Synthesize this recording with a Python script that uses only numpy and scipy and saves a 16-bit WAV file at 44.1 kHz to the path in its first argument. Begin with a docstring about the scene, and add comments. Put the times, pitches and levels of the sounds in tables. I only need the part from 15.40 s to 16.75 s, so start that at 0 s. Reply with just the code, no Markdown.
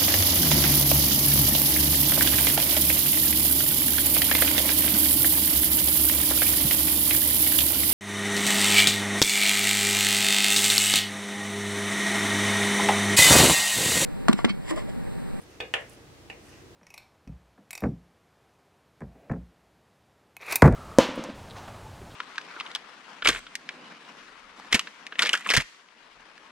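"""Three metallic knocks sound in a small, hard-walled room as a hand screws an angle valve onto a wall pipe.
At each knock the metal clacks, the pipe thuds in the wall, and valve, pipe and room ring briefly.
Between knocks fingers tick across the metal, the taped thread rubs and the palm shuffles,
over steady room noise and a low hum."""
import sys
import numpy as np
from scipy import signal
from scipy.fft import rfft, irfft
from scipy.io import wavfile

SR = 44100
rng = np.random.default_rng(int(sys.argv[2]) if len(sys.argv) > 2 else 0)


def dump_mix(stems):
    """Bounce the given channels to the path in sys.argv[1] as a 16-bit WAV at rate SR."""
    frames = np.atleast_2d(stems).T  # one column per channel
    limited = np.clip(frames, -1, 1)  # hard clip at full scale
    pcm = np.round(limited * 32767).astype(np.int16)
    wavfile.write(sys.argv[1], SR, pcm)


N = 59535

# Each row: start in seconds, clack in dB, valve ring in dB, thud in dB, thud pitch in Hz, pipe ring in dB,
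# crack in dB, rebound delay in seconds, rebound against the first blow in dB, room send of the blows in dB.
KNOCKS = [(0.2028, -13.5, -10.5, -10.5, 499, -21, -35.5, .0024, 2.5, 4),
          (0.3389, 0, -8.5, -8, 536, -10.5, -15, .0007, -16, 2.5),
          (0.8994, -25.5, -29, -19, 470, -25.5, -41.5, 0.00079, 9, 3)]
# One clack spectrum per knock, each at another spot on the valve. Each point: frequency in Hz, level in dB.
CLACK_SPECTRA = [
    [(700, -12), (1400, -17.5), (1650, -9.5), (2100, -7.5), (2350, 1.5), (2700, 2), (3100, -9.5), (3600, 4),
     (3950, -19), (4300, -11), (5600, -24), (9000, -40)],
    [(700, -32), (1200, -13.5), (1580, -10.5), (1760, 0), (2200, -1), (2950, 2.5), (3500, -3.5),
     (4300, -23), (5200, -28.5), (9000, -54)],
    [(700, -14), (1500, -23.5), (1850, -1), (2400, -2.5), (2900, 1.5), (3200, -15.5), (4500, -12),
     (5500, -27), (9000, -69)],
]
# Crack of metal on metal. 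Each row: frequency in Hz, spectral level in dB.
CRACK_SPECTRUM = [(160, -16), (400, -26), (650, -4), (1200, -9.5), (3000, -6.5), (4300, 5.5), (5200, 0),
                  (7500, -4), (9500, -7), (11500, -21), (15500, -35)]
BLOW_PAN_DB, PIPE_PAN_DB = -4, 2.5
THUD_ROOM_DB, RING_ROOM_DB = -10, -5


def knocks(walls):
    """Each blow and its rebound clack and crack; the pipe thuds, and valve and pipe ring on."""
    valve, pipe = valve_ring(), pipe_ring()
    crack = band(click(CRACK_SPECTRUM), 240, 17000)
    blow_path = pan(BLOW_PAN_DB) * pulse(0)
    thud_path = pan(PIPE_PAN_DB) * pulse(0) + undb(THUD_ROOM_DB) * walls
    ring_path = pulse(0) + undb(RING_ROOM_DB) * walls
    out = 0
    for row, spectrum in zip(KNOCKS, CLACK_SPECTRA):
        at_s, clack_db, valve_db, thud_db, thud_hz, pipe_db, crack_db, rebound_s, rebound_db, room_db = row
        clack = click(spectrum)
        blows = pulse(at_s) + undb(rebound_db) * pulse(at_s + rebound_s)
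        impact = through(blows, undb(clack_db) * clack + undb(crack_db) * crack)
        out += through(impact, blow_path + undb(room_db) * walls)
        thud = undb(thud_db) * pipe_thud(thud_hz)
        ringing = undb(valve_db) * unit(through(valve, clack))
        ringing += pan(PIPE_PAN_DB) * undb(pipe_db) * pipe
        body = through(thud, thud_path) + through(ringing, ring_path)
        out += through(pulse(at_s), body)
    return out


# Valve body. Each row: frequency in Hz, level in dB, T60 in seconds.
VALVE_MODES = [(1533, 12, 0.13), (1789, 7.5, 0.085), (2010, -17, 0.16), (2020, -16, 0.15), (2240, 4, 0.1),
               (2203, 6, 0.26), (2540, 3, 0.16), (2840, 8.5, 0.21), (2870, 3, .09), (3200, 0, 0.044),
               (3198, 10, 0.057), (3330, -15, 0.029), (3476, -16, 0.16)]


def valve_ring():
    """The struck valve body rings in bright modes."""
    return ring(VALVE_MODES)


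# Upper modes of the thud. Each row: frequency in Hz, level in dB, T60 in seconds.
THUD_MODES = [(775, 0, .045), (850, -1, .035), (660, -9, .05)]


def pipe_thud(low_hz, low_t60_s=.07):
    """The pipe hits the wall: a short, hollow low mode under fixed upper ones."""
    return band(ring([(low_hz, 0, low_t60_s)] + THUD_MODES), 280, 1500)


# Pipe in the wall. Each row: frequency in Hz, level in dB, T60 in seconds.
PIPE_MODES = [(345, -7, .16), (455, -7, .12), (520, -2, .18), (586, 0, .22), (665, -2, .18), (720, -5, .16),
              (786, -4, .18), (832, -2, .15), (960, -6, .16), (1078, -5, .24)]


def pipe_ring():
    """The pipe rings below the valve."""
    return band(ring(PIPE_MODES), 364, 960)


# Skin catches. Each row: start in seconds, level in dB.
TICKS = [(.021, -41), (.026, -45.5), (.037, -40.5), (.356, -40), (0.41, -39.5), (.426, -46), (0.4952, -40),
         (0.497, -31.5), (.531, -41), (.535, -37.5), (.549, -42), (1.069, -43)]
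# Finger slides. Each row: centre in seconds, half length in seconds, level in dB.
SLIDES = [(.015, 0.019, -65.5), (.105, 0.01, -72), (.44, 0.055, -75), (.524, 0.023, -65),
          (1.075, 0.039, -68)]
# Skin on metal. Each row: frequency in Hz, spectral level in dB.
SKIN_SPECTRUM = [(2000, -34), (6500, -14), (8800, 4), (11500, -4.5), (13500, -10), (15500, -18)]
TICK_T60_S, TICK_PAN_DB, SLIDE_PAN_DB, FINGER_ROOM_DB = .005, -12.5, -6, -17


def fingers(walls):
    """Skin ticks as it catches on the metal and crackles as it slides."""
    catches = sum(undb(db) * pulse(at_s) for at_s, db in TICKS)
    ticks = through(catches, unit(rng.standard_normal(N) * fade(TICK_T60_S)))
    slides = stick_slip(grains_per_s=2400) * swells(SLIDES)
    direct = pan(TICK_PAN_DB) * ticks + pan(SLIDE_PAN_DB) * slides
    reflected = undb(FINGER_ROOM_DB) * through(ticks + slides, walls)
    return through(direct + reflected, click(SKIN_SPECTRUM))


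# Thread rubs. Each row: centre in seconds, half length in seconds, level in dB.
RUBS = [(.13, 0.04, -61), (.51, 0.047, -58.5), (1.125, 0.062, -56.5)]
# Thread friction. Each row: frequency in Hz, spectral level in dB.
RUB_SPECTRUM = [(400, -21), (1300, -7), (1800, -1.5), (2200, 0), (2700, 3.5), (3500, -10.5), (6300, -4.5),
                (9000, -18.5), (15000, -33)]


def thread_rub():
    """The taped thread sticks and slips as it turns."""
    return through(stick_slip(grains_per_s=1100) * swells(RUBS), click(RUB_SPECTRUM))


# Grip shifts. Each row: centre in seconds, half length in seconds, level in dB.
GRIPS = [(.06, 0.021, -57), (.172, 0.018, -49.5), (1.215, 0.073, -57.5)]
# Palm friction. Each row: frequency in Hz, spectral level in dB.
GRIP_SPECTRUM = [(100, -18), (250, 9), (380, 23), (550, -35), (900, -10), (2500, -44)]


def palm_shuffle():
    """The palm shuffles dully on the valve as the grip shifts."""
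    return noise(GRIP_SPECTRUM) * swells(GRIPS)


# Echoes off the nearest surfaces. Each row: delay in seconds, left in dB, right in dB.
ECHOES = [(.0011, -27, -24), (.0033, -6, -35), (.0068, -37, -25), (.0113, -18, -45)]
# Room tail. Each row: band centre in Hz, level in dB, T60 in seconds.
TAIL_BANDS = [(245, -5, 0.42), (540, 10.5, 0.32), (1000, 7.5, 0.26), (1790, 2.5, 0.31), (2900, -3, 0.2),
              (8000, -4.5, 0.45), (13900, 4, 0.099)]
SCATTER_DB, SCATTER_T60_S = -1, 0.048
TAIL_DB, TAIL_BUILD_S = -1, 0.002


def room():
    """Wall reflections only: near echoes, quick scatter and a tail that decays band by band."""
    t, hz = np.arange(N) / SR, np.fft.rfftfreq(N, 1 / SR)
    near = sum(pulse(delay_s) * undb([[left], [right]]) for delay_s, left, right in ECHOES)
    scatter = unit(diffuse() * fade(SCATTER_T60_S) * (t > ECHOES[0][0]))
    build = 1 - np.exp(-t / TAIL_BUILD_S)
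    spectrum, tail = rfft(diffuse()), 0
    for centre_hz, db, t60_s in TAIL_BANDS:
        share = along([(row[0], row[0] == centre_hz) for row in TAIL_BANDS], hz)  # triangular band
        tail += undb(db) * irfft(spectrum * share, N) * unit(fade(t60_s) * build)
    return near + undb(SCATTER_DB) * scatter + undb(TAIL_DB) * tail


# Diffuse field. Each row: frequency in Hz, left-right correlation.
EAR_CORRELATION = [(200, 0.97), (500, 0.98), (1200, 0.07), (4000, 0), (10000, 0.025)]


def diffuse():
    """Stereo noise, alike in both ears in the bass only."""
    mid, side = rfft(rng.standard_normal((2, N)))
    likeness = np.clip(along(EAR_CORRELATION, np.fft.rfftfreq(N, 1 / SR)), -.9, .9)
    spectrum = np.sqrt(1 + likeness) * mid + np.sqrt(1 - likeness) * side * np.array([[1], [-1]])
    return irfft(spectrum, N) / np.sqrt(2)


# Room noise. Each row: frequency in Hz, spectral level in dB.
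AIR_SPECTRUM = [(12, -33), (20, -10.5), (98, -1.5), (393, -2), (667, -7.5), (834, -9.5), (958, -12),
                (1300, -12), (1450, -17), (1630, -12), (1770, -17.5), (1920, -13.5), (2270, -17),
                (2470, -16.5), (6190, -22), (9660, -27.5), (11400, -31.5), (13100, -32), (15500, -36)]
# Its stereo width. Each row: frequency in Hz, side against mid in dB.
AIR_WIDTH = [(40, -4), (130, -3.5), (320, -7), (700, -2.5), (2000, 0.5), (10000, 1)]
AIR_MID_DB = -54.5


def air():
    """Steady room noise, strongest in the bass and widest in the treble."""
    side_gain = undb(along(AIR_WIDTH, np.fft.rfftfreq(N, 1 / SR)))
    side = irfft(rfft(noise(AIR_SPECTRUM)) * side_gain, N)
    return undb(AIR_MID_DB) * (noise(AIR_SPECTRUM) + side * np.array([[1], [-1]]))


# Room hum. Each row: frequency in Hz, level in dB.
HUM_TONES = [(59.5, -63.5), (85, -62), (119, -61.5), (145, -65), (301, -63), (342, -62), (463, -65)]
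HUM_WAVER_HZ, HUM_WAVER_DB = 2.78, 1.5


def hum():
    """Faint low tones waver in level and pitch."""
    out = 0
    for hz, db in HUM_TONES:
        gain = undb(db + HUM_WAVER_DB * wander(knots_per_s=3))
        pitch_hz = hz + HUM_WAVER_HZ * wander(knots_per_s=12.15)
        out += gain * np.sin(2 * np.pi * np.cumsum(pitch_hz) / SR)
    return out


def ring(modes, skew_rad=0.57):
    """Decaying modes, weighted by energy, a little out of phase between the ears."""
    t, out = np.arange(N) / SR, 0
    for (hz, db, t60_s), sign in zip(modes, rng.choice([-1., 1.], len(modes))):
        phase = 2 * np.pi * hz * t + sign * skew_rad * np.array([[1], [-1]])
        out += undb(db) * unit(np.sin(phase) * fade(t60_s))
    return unit(out)


def stick_slip(grains_per_s, spread_db=1.5):
    """Friction as irregular tiny clicks of uneven size, rms one."""
    hits = rng.random(N) < grains_per_s / SR
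    sizes = undb(spread_db * rng.standard_normal(N))
    signs = np.sign(rng.standard_normal(N))
    return unit(hits * sizes * signs) * np.sqrt(N)


def swells(rows):
    """Gaussian rises and falls of pressure."""
    t = np.arange(N) / SR
    return sum(undb(db) * np.exp(-((t - at_s) / half_s) ** 2 / 2) for at_s, half_s, db in rows)


def click(spectrum, size=2048):
    """Minimum-phase click with the given spectrum, energy one."""
    cepstrum = irfft(along(spectrum, np.fft.rfftfreq(size, 1 / SR)) * np.log(10) / 20)
    cepstrum[1:size // 2] *= 2
    cepstrum[size // 2 + 1:] = 0
    return np.pad(unit(irfft(np.exp(rfft(cepstrum)))), (0, N - size))


def noise(spectrum):
    """Noise with the given spectrum, rms one."""
    gain = undb(along(spectrum, np.fft.rfftfreq(N, 1 / SR)))
    return unit(irfft(rfft(rng.standard_normal(N)) * gain, N)) * np.sqrt(N)


def wander(knots_per_s):
    """Slow random drift with a spread near one."""
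    knots = rng.standard_normal(200)
    return np.interp(np.arange(N) / SR * knots_per_s, np.arange(len(knots)), knots)


def pulse(at_s):
    """Unit impulse."""
    return 1. * (np.arange(N) == int(at_s * SR))


def fade(t60_s):
    """Exponential decay."""
    return np.exp(-np.log(1000) * np.arange(N) / SR / t60_s)


def through(x, response):
    """Convolve with an impulse response."""
    return signal.fftconvolve(np.atleast_2d(x), np.atleast_2d(response), axes=-1)[:, :N]


def band(x, lo_hz, hi_hz):
    """Band-pass filter."""
    return signal.sosfilt(signal.butter(2, [lo_hz, hi_hz], "band", fs=SR, output="sos"), x + 1e-18)


def along(points, hz):
    """Interpolate (Hz, value) points over log frequency."""
    point_hz, values = np.array(points).T
    return np.interp(np.log(hz + 1e-9), np.log(point_hz), values)


def pan(db):
    """Stereo gains for a left-minus-right level."""
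    return undb(np.array([[db], [-db]]) / 2)


def unit(x):
    """Scale each channel to energy one."""
    return x / np.sqrt(np.sum(x ** 2, axis=-1, keepdims=True))


def undb(db):
    """Decibels to gain."""
    return 10 ** (np.asarray(db) / 20)


def scene():
    """Knocks and handling share one small room, over its noise and hum."""
    walls = room()
    contacts = knocks(walls) + fingers(walls)
    turning = through(thread_rub() + palm_shuffle(), unit(pulse(0) + walls))
    return contacts + turning + air() + hum()


def record(dry, top_hz=15750):
    """A steep low-pass cuts the highest treble."""
    return signal.sosfilt(signal.ellip(10, .2, 70, top_hz, fs=SR, output="sos"), dry)


dry = scene()
out = record(dry)
dump_mix(out)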